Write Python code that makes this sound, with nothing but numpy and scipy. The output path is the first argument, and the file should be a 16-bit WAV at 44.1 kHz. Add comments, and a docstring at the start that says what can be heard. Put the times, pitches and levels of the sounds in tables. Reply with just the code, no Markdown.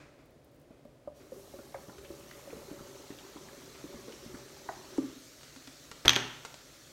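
"""In a kitchen, sparkling water is poured from a plastic bottle into a blender jug.
The bottle creaks in the hand, then glugs as it gulps air. The stream churns and splashes, a swarm
of ringing bubbles, and a head of foam fizzes on after the pour. The water slops back as the bottle
is turned upright; it is set down with a thud and sharp snaps of its thin wall."""
import sys
import numpy as np
from scipy import signal
from scipy.fft import rfft, irfft, next_fast_len
from scipy.io import wavfile
from scipy.ndimage import uniform_filter1d, map_coordinates

SR = 44100
rng = np.random.default_rng(int(sys.argv[2]) if len(sys.argv) > 2 else 0)


def wrap_up_sound(samples):
    """Save the sound to the file named by the first command line argument, as 16-bit audio."""
    columns = np.atleast_2d(samples).T
    # keep every value between -1 and 1, then stretch to whole-number steps
    tamed = np.clip(columns, -1, 1)
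    steps = np.round(tamed * 32767).astype(np.int16)
    wavfile.write(sys.argv[1], SR, steps)


N = 305172

# the tone of the quiet room: (frequency [Hz], level [dB])
AIR_TONE = [(22, -30), (48, -0.5), (70, -4.5), (100, -5.5), (145, 3), (180, -12), (270, 0), (430, -6.5),
            (570, -3), (850, -16.5), (2400, -25), (5000, -29), (10000, -35), (15800, -38.5)]
# the hand creaks on the plastic: (time [s], level [dB])
GRIP_CREAKS = [(0, -48.5), (0.188, -56), (.71, -58), (1.2, -54)]
# fingers rubbing, and the wall crinkling: (frequency [Hz], level [dB])
GRIP_TONE = [(300, -2), (900, -7), (1300, -1.5), (1800, -6), (2350, -3.5), (2550, -10), (2700, -13),
             (7000, -18), (15000, -47)]
CRINKLE_TONE = [(2000, -28), (8000, -8), (12500, -3), (15800, -2)]
# the big gulps of air, the last one the first bubble as the water slops back: (time [s], level [dB], final
# pitch [Hz], pitch drop [octaves])
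BIG_GLUGS = [(0.706, -48, 626, 0.035), (.851, -44, 587, 0), (1.075, -30, 588, 0),
             (1.320, -34.5, 506, 0.036), (1.538, -40, 542, 0.26), (1.590, -40, 566, 0.16),
             (1.744, -31.5, 530, 1), (1.884, -44, 303, 0.016), (1.985, -41, 390, 0.22),
             (2.104, -33, 337, 0), (2.474, -39.5, 547, 0.19), (2.529, -33.5, 443, 0.36),
             (2.568, -48, 260, 0.46), (2.714, -36.5, 287, 0.05), (2.809, -41, 212, 0.43),
             (3.104, -40, 278, 0.12), (3.359, -39.5, 286, 0.29), (3.841, -35.5, 280, .45),
             (3.943, -38, 220, 0.47), (4.081, -38, 435, 0.12), (4.262, -39, 205, .5),
             (4.343, -40.5, 258, 0.062), (4.689, -27.5, 634, 0.98), (4.982, -20, 304, .3)]
# the soft push of a gulp against the jug: (frequency [Hz], level [dB])
GULP_TONE = [(35, -33), (80, 0), (130, -4.5), (230, 2), (350, -2), (700, -18), (1200, -27), (4000, -43.5)]
# the notes of the jug on its base: (pitch [Hz], level [dB], fade time [s])
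JUG_NOTES = [(67, 9.5, .2), (131.3, 6.5, 0.4), (401.4, 3.5, 0.41), (570, -0.5, 0.24)]
# how long the kitchen echoes: (frequency [Hz], fade time [s])
KITCHEN_ECHO = [(100, 1), (400, 0.47), (1200, 0.71), (3000, 0.67), (6300, 0.5), (9000, 0.43), (15000, 0.58)]
# a trickle, then the full stream until the bottle is tipped back: (time [s], flow [dB])
POUR_FLOW = [(1.14, -35), (1.17, -6.5), (1.3, -8), (1.38, -.5), (1.9, -3.5), (2.45, 2), (3.1, 0), (4.3, 0),
             (4.55, -3), (4.95, 0.5), (5.15, -22)]
# churning water, spray, foam and its finest bubbles: (frequency [Hz], level [dB])
CHURN_TONE = [(40, -37), (80, -5), (130, -8), (200, -3), (270, -5), (400, 7), (490, -2.5), (570, 8.5),
              (720, -10), (1200, -2.5), (3000, -99)]
SPRAY_TONE = [(400, -10.5), (800, 10), (1250, 4.5), (1550, -4), (1900, -7), (3300, -13), (6000, -2),
              (15000, -59)]
HISS_TONE = [(500, -28.5), (1200, 0), (1500, -1.5), (2000, -2), (2800, -4.5), (4400, 0), (5000, -3),
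             (5600, 0.5), (6500, -0.5), (7800, -5), (9600, -11.5), (10400, -12.5), (11200, -11.5),
             (15800, -15.5)]
SIZZLE_TONE = [(3000, -21), (6500, 2), (8200, 0), (9700, 2), (10400, -6), (11200, 3), (14000, -0.5),
               (15800, -2.5)]
# the main splashes: (time [s], level [dB], bubble pitch [Hz])
BIG_SPLASHES = [(1.588, -51, 1290), (1.745, -39, 1345), (1.894, -42.5, 1087), (1.982, -51, 1910),
                (2.313, -41, 2150), (3.187, -41.5, 3420), (3.366, -44, 1080), (3.486, -44, 1680),
                (4.121, -43, 3060), (4.344, -43.5, 1386), (4.688, -33, 1570)]
# drops and small crackles of the bottle: (time [s], level [dB])
TICK_HITS = [(1.983, -42), (2.3118, -37.5), (4.977, -36), (5.41, -45), (5.4321, -39.5), (5.5623, -41),
             (5.6737, -35), (5.9148, -30.5), (6.45, -30), (6.542, -35.5)]
# the tone of one tick: (frequency [Hz], level [dB])
TICK_TONE = [(150, -6), (600, -7.5), (1200, -3.5), (2600, -8), (5500, -10), (8000, -13.5), (15000, -39)]
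# water slaps inside the upright bottle: (time [s], level [dB])
WATER_SLOPS = [(4.980, -25.5), (5.039, -31.5), (5.161, -46.5), (5.562, -47.5), (5.673, -47.5)]
# the notes of the air in the bottle: (pitch [Hz], level [dB], fade time [s])
BOTTLE_AIR_NOTES = [(264.7, 10, 0.12), (352, -11, 0.11), (1175, -20.5, 0.19), (825, 4, 0.018)]
# the base meets the counter, and the wall buckles: (time [s], level [dB])
BASE_THUDS = [(6.051, -21.5), (6.057, -24), (6.062, -25), (6.072, -30), (6.163, -19.5)]
WALL_SNAPS = [(6.0568, -16.5), (6.0806, 0.5), (6.0938, -1.5), (6.1051, -12), (6.133, -16.5), (6.157, -20),
              (6.1618, -9.5)]
# the notes of the counter and of the bottle wall: (pitch [Hz], level [dB], fade time [s])
COUNTER_NOTES = [(74, -7, 0.25), (122.8, -8, 0.74), (266, -12, 0.79), (388.5, -7, 0.2)]
WALL_NOTES = [(1370, 0.5, 0.003), (1950, -16, 0.023), (2624, 10.5, 0.0049), (3256, 11.5, 0.0097),
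              (3630, -5, 0.021), (3920, -5, 0.0041), (5700, -2.5, 0.011), (6130, 2.5, 0.012),
              (11700, -13, 0.0049), (13540, -27, .004)]
# a thud, the start of a snap, and what the wall throws into the room: (frequency [Hz], level [dB])
THUD_TONE = [(25, -29), (75, -12), (400, 2), (700, -3.5), (1300, -4), (2500, -13), (6000, -22.5),
             (15000, -42)]
CRACK_TONE = [(400, -9.5), (2000, 10.5), (5500, 4.5), (8000, -6.5), (10400, -19.5), (11800, -5),
              (14500, -16), (15800, -45)]
SNAP_ECHO_TONE = [(200, -28), (700, -9), (1500, -10.5), (2600, -6), (3400, -3), (4200, -12), (5000, -14.5),
                  (5800, -11), (6350, -6), (7000, -24), (10000, -34), (11900, -37), (15500, -40)]

CRINKLE_START_S, CRINKLE_END_S = 0.18, 0.63  # while the bottle is raised
GULPING_START_S, GULPING_END_S = 2, 4.1  # while the bottle is level
CHURN_DB, SURGE_DB, SURGE_S = -57.5, -60.5, 0.21  # steady churning; the dying surge after a big glug
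SPRAY_DB, PINGS_DB, POOL_S = -64.5, -68, 0.48  # spray and ringing drops grow as a pool forms
HEAD_LIFE_S = 5.5  # how slowly the head of foam collapses
HISS_DB, FRESH_HISS_DB = -56, -64.5  # of the full head; of the water as it lands
SIZZLE_DB, FRESH_SIZZLE_DB = -68.5, -63  # the same for the finest bubbles
SMOTHER_DB = 11  # how much the full head muffles the fresh sizzle
TOP_HZ = 15850


def amp(db):
    """Turn decibels into a number to multiply a sound by."""
    return 10 ** (np.asarray(db) / 20)


def unit(x):
    """Scale a sound so its average strength (rms) is 1."""
    return x / np.sqrt(np.mean(x ** 2) + 1e-20)


def peak_one(x):
    """Scale a sound so its highest peak is 1."""
    return x / (np.abs(x).max() + 1e-20)


def look_up(table, hz):
    """Read between the rows of a (frequency, value) table, on a log scale of frequency."""
    freqs, values = np.transpose(table)
    return np.interp(np.log(hz + 1), np.log(freqs + 1), values)


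def colour(x, tone):
    """Filter a sound to follow a tone table, without smearing it earlier in time."""
    size = 2 * next_fast_len(len(x) // 2 + 4096)
    gains = amp(look_up(tone, np.fft.rfftfreq(size, 1 / SR)))
    cepstrum = irfft(np.log(gains), size)
    cepstrum[1:size // 2] *= 2  # fold the filter's late half onto its early half
    cepstrum[size // 2 + 1:] = 0
    return irfft(rfft(x, size) * np.exp(rfft(cepstrum)), size)[:len(x)]


def add(track, s, sound):
    """Mix a sound in, s seconds from the start."""
    part = track[round(s * SR):][:len(sound)]
    part += sound[:len(part)]


def fade(t, fade_s):
    """Die away by 60 dB over the fade time; 1 - fade(...) makes a soft start."""
    return np.exp(-np.log(1000) * t / fade_s)


def ring(notes, t):
    """A struck object rings with several fading notes at once."""
    return sum(amp(db) * fade(t, fade_s) * np.sin(2 * np.pi * hz * t) for hz, db, fade_s in notes)


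def puff(t, fade_s, tone):
    """A short burst of filtered noise with a peak of 1."""
    return peak_one(colour(rng.standard_normal(len(t)) * fade(t, fade_s), tone))


def wobble(rate):
    """A smooth curve through `rate` random values a second."""
    points = rng.standard_normal(int(N * rate / SR) + 4)
    return map_coordinates(points, [np.arange(N) * rate / SR])


def bubbles(rate, pitch_hz, spread, cycles, scatter_db, samples):
    """A swarm of `rate` random bubbles a second, each ringing for the same number of cycles."""
    count = int(rate * N / SR)
    start = rng.integers(0, N, count)
    hz = np.minimum(pitch_hz * np.exp(spread * rng.standard_normal((count, 1))), SR / 2)
    strength = amp(scatter_db * np.minimum(rng.exponential(size=(count, 1)), 4))
    turns = hz * np.arange(samples) / SR
    rings = strength * np.sqrt(hz) * fade(turns, cycles) * np.sin(2 * np.pi * turns)
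    positions = start[:, None] + np.arange(samples)
    return unit(np.bincount(positions.ravel(), rings.ravel(), N)[:N])


def small_events(db, hz, scatter_db, spread, count):
    """Loosely spaced events during the gulping: (time [s], level [dB], pitch [Hz])."""
    when, loud, high = rng.uniform(size=(count, 3)).T
    times = GULPING_START_S + (GULPING_END_S - GULPING_START_S) * (np.arange(count) + when) / count
    return np.transpose([times, db + scatter_db * (2 * loud - 1), hz * np.exp(spread * (2 * high - 1))])


def room_air():
    """The quiet rush of air in the room."""
    return amp(-59.5) * unit(colour(rng.standard_normal(N), AIR_TONE))


def creaks():
    """Fingers rub the bottle with a thin squeak, and its wall crinkles faintly."""
    out, t = np.zeros(N), np.arange(SR // 2) / SR
    for s, db in GRIP_CREAKS:
        squeak_hz = 2530 * (1 + 0.0088 * wobble(rate=94)[:len(t)])
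        squeak = amp(-17.5) * fade(t, 0.6) * np.sin(2 * np.pi * np.cumsum(squeak_hz) / SR)
        add(out, s, amp(db) * (puff(t, 0.76, GRIP_TONE) + squeak) * (1 - fade(t, 0.0064)))
    for s, softer in rng.uniform([CRINKLE_START_S, 0], [CRINKLE_END_S, 1], size=(8, 2)):
        add(out, s, amp(-56.5 - 7 * softer) * puff(t[:SR // 10], 0.05, CRINKLE_TONE))
    return out


def glugs():
    """Each gulp of air rings briefly, its pitch dropping as the air pocket opens."""
    out, t = np.zeros(N), np.arange(SR // 8) / SR
    small = small_events(db=-47, hz=338, scatter_db=3, spread=0.35, count=9)
    small_drop_octaves = 0.22
    for k, (s, db, hz, octaves) in enumerate(BIG_GLUGS + [(*row, small_drop_octaves) for row in small]):
        phase = 2 * np.pi * np.cumsum(hz * 2 ** (octaves * fade(t, 0.027))) / SR
        note = peak_one(np.sin(phase) * fade(t, 0.069) * (1 - fade(t, 0.0061)))
        add(out, s, amp(db - 2) * (note + amp(-11.5) * puff(t, 0.046, CHURN_TONE)))
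        if k < len(BIG_GLUGS):  # big gulps also shove the water (low ones most) and push the jug
            shove = peak_one(np.sin(0.745 * phase) * fade(t, 0.032) * (1 - fade(t, 0.013)))
            add(out, s, amp(-46) * (300 / hz) * shove + amp(-45) * puff(t, 0.035, GULP_TONE))
    return room(jug(out), echo_db=-9)


def jug(x):
    """The jug adds its hollow notes to whatever sounds inside it."""
    t = np.arange(SR // 2) / SR
    body = sum(ring([(hz, db, fade_s)], t) * 2 * np.log(1000) / (fade_s * SR)
               for hz, db, fade_s in JUG_NOTES)
    return x + signal.fftconvolve(x, body)[:N]


def echo(x):
    """The kitchen's reflections blur into a tail that fades at its own pace at each frequency."""
    hz, t, noise = signal.stft(rng.standard_normal(SR), SR, nperseg=256)
    tail = signal.istft(noise * fade(t, look_up(KITCHEN_ECHO, hz)[:, None]), SR, nperseg=256)[1]
    tail *= 1 - fade(np.arange(len(tail)) / SR, 0.014)
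    return signal.fftconvolve(x, tail / np.linalg.norm(tail))[:N]


def room(x, echo_db):
    """A sound together with its echo."""
    return x + amp(echo_db) * echo(x)


def flow():
    """How strongly the water pours at each moment, about 1 for a full stream."""
    times, db = np.transpose(POUR_FLOW)
    return np.interp(np.arange(N) / SR, times, amp(db), left=0, right=0)


def stream():
    """The stream drags large bubbles under and throws fine spray once a pool has formed."""
    t, pouring = np.arange(N) / SR, flow()
    surge = sum((t > s) * np.exp(-np.abs(t - s) / SURGE_S) for s, *_ in BIG_GLUGS)
    churning = pouring * np.sqrt(amp(CHURN_DB) ** 2 + amp(SURGE_DB) ** 2 * surge)
    churning *= amp(0.9 * wobble(rate=4.8))
    pool = 1 - np.exp(-np.cumsum(pouring) / SR / POOL_S)
    splashing = pouring * np.sqrt(pool) * amp(0.45 * wobble(rate=6))
    large = bubbles(rate=260, pitch_hz=305, spread=0.69, cycles=9.6, scatter_db=-0.3, samples=2000)
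    fine = bubbles(rate=700, pitch_hz=1760, spread=0.518, cycles=21, scatter_db=3.5, samples=500)
    pings = bubbles(rate=220, pitch_hz=2300, spread=0.45, cycles=70, scatter_db=1.5, samples=1300)
    churn = unit(jug(colour(large, CHURN_TONE)))
    spray = amp(SPRAY_DB) * unit(colour(fine, SPRAY_TONE)) + amp(PINGS_DB) * pings
    return room(churning * churn + splashing * spray, echo_db=-6.5)


def foam():
    """Countless bubbles burst, some as the water lands, the rest in the head of foam on top."""
    pouring = flow()
    surviving = np.exp(-1 / (HEAD_LIFE_S * SR))  # share of the foam left one sample later
    head = peak_one(signal.lfilter([1], [1, -surviving], pouring))
    hissing = np.hypot(amp(HISS_DB) * np.sqrt(head), amp(FRESH_HISS_DB) * np.sqrt(pouring))
    fresh_sizzling = amp(FRESH_SIZZLE_DB - SMOTHER_DB * head ** 2) * pouring
    sizzling = np.hypot(amp(SIZZLE_DB) * np.sqrt(head), fresh_sizzling)
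    bursts = bubbles(rate=1700, pitch_hz=5480, spread=0.41, cycles=3.1, scatter_db=2.5, samples=96)
    hiss = patchy(colour(rng.standard_normal(N) + amp(-8) * bursts, HISS_TONE), depth_db=1.73)
    specks = bubbles(rate=2500, pitch_hz=11200, spread=0.27, cycles=8, scatter_db=4, samples=64)
    sizzle = patchy(colour(rng.standard_normal(N) + amp(-5) * specks, SIZZLE_TONE), depth_db=0.3)
    return hissing * hiss + sizzling * amp(0.66 * wobble(rate=9.7)) * sizzle


def patchy(x, depth_db):
    """The tone shifts at random as clusters of bubbles come and go."""
    bands = signal.stft(x, nperseg=512)[2]
    patches = uniform_filter1d(rng.standard_normal(bands.shape), size=5, axis=0)  # smooth over pitch
    patches = uniform_filter1d(patches, size=9, axis=1)  # and over time
    return unit(signal.istft(bands * amp(depth_db * unit(patches)), nperseg=512)[1][:N])


def splashes():
    """Each splash is a quick cluster of small bubbles of about one size."""
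    out, t = np.zeros(N), np.arange(SR // 10) / SR
    small = small_events(db=-46, hz=1490, scatter_db=-0.5, spread=0.58, count=8)
    for s, db, hz in [*BIG_SPLASHES, *small]:
        cluster = np.zeros(len(t))
        for late, detune in rng.standard_normal(size=(14, 2)):
            turns = hz * np.exp(0.2 * detune) * t
            bubble = fade(turns, 32) * (1 - fade(turns, 0.67)) * np.sin(2 * np.pi * turns)
            delay = 0.007 * late ** 2  # most burst at once, a few trail behind
            add(cluster, delay, fade(delay, 0.25) * bubble)
        add(out, s, amp(db) * peak_one(cluster))
    return room(out, echo_db=-6.5)


def ticks():
    """Single drops and small creases in the plastic give a sharp click and a short rattle."""
    out, t = np.zeros(N), np.arange(SR // 10) / SR
    for s, db in TICK_HITS:
        add(out, s, amp(db) * (puff(t, 0.0045, TICK_TONE) + amp(-3) * puff(t, 0.045, TICK_TONE)))
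    return room(out, echo_db=-5)


def slops():
    """Water falls back and makes the air in the bottle boom."""
    out, t = np.zeros(N), np.arange(SR // 2) / SR
    for s, db in WATER_SLOPS:
        add(out, s, amp(db) * peak_one(ring(BOTTLE_AIR_NOTES, t) * (1 - fade(t, 0.054))))
    return room(out, echo_db=-14)


def set_down():
    """The bottle's feet land one after another, the counter rings and the thin wall snaps."""
    knocks, counter, snaps, clicks = np.zeros((4, N))
    t = np.arange(SR // 2) / SR
    for s, db in BASE_THUDS:
        add(knocks, s, amp(db) * puff(t, 0.062, THUD_TONE))
    add(counter, BASE_THUDS[1][0], amp(-26) * ring(COUNTER_NOTES, t))  # at the second landing
    wall = peak_one(ring(WALL_NOTES, t) * (1 - fade(t, 0.0025)))
    for s, db in WALL_SNAPS:
        share = np.clip(0.65 + 0.022 * db, 0, 1)  # hard snaps ring the wall; light ones mostly crack
        add(snaps, s, amp(db + 2) * (share * wall + (1 - share) * puff(t, 0.009, CRACK_TONE)))
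        add(clicks, s, amp([db]))  # heard only through the echo
    thuds = room(knocks, echo_db=-4) + counter
    return thuds + snaps + amp(14.5) * echo(colour(clicks, SNAP_ECHO_TONE))


def scene():
    """Mix the water, the bottle and the room into one channel."""
    water = stream() + glugs() + splashes() + foam() + slops()
    bottle = creaks() + ticks() + set_down()
    return (water + bottle + room_air())[None]


def record(dry):
    """Round off the highest peaks and remove everything above TOP_HZ."""
    rounded = dry / (1 + np.abs(dry / 0.92) ** 8) ** (1 / 8)
    size = next_fast_len(N + SR // 2)
    kept = np.fft.rfftfreq(size, 1 / SR) < TOP_HZ
    return irfft(rfft(rounded, size) * kept, size)[..., :N]


dry = scene()
out = record(dry)
wrap_up_sound(out)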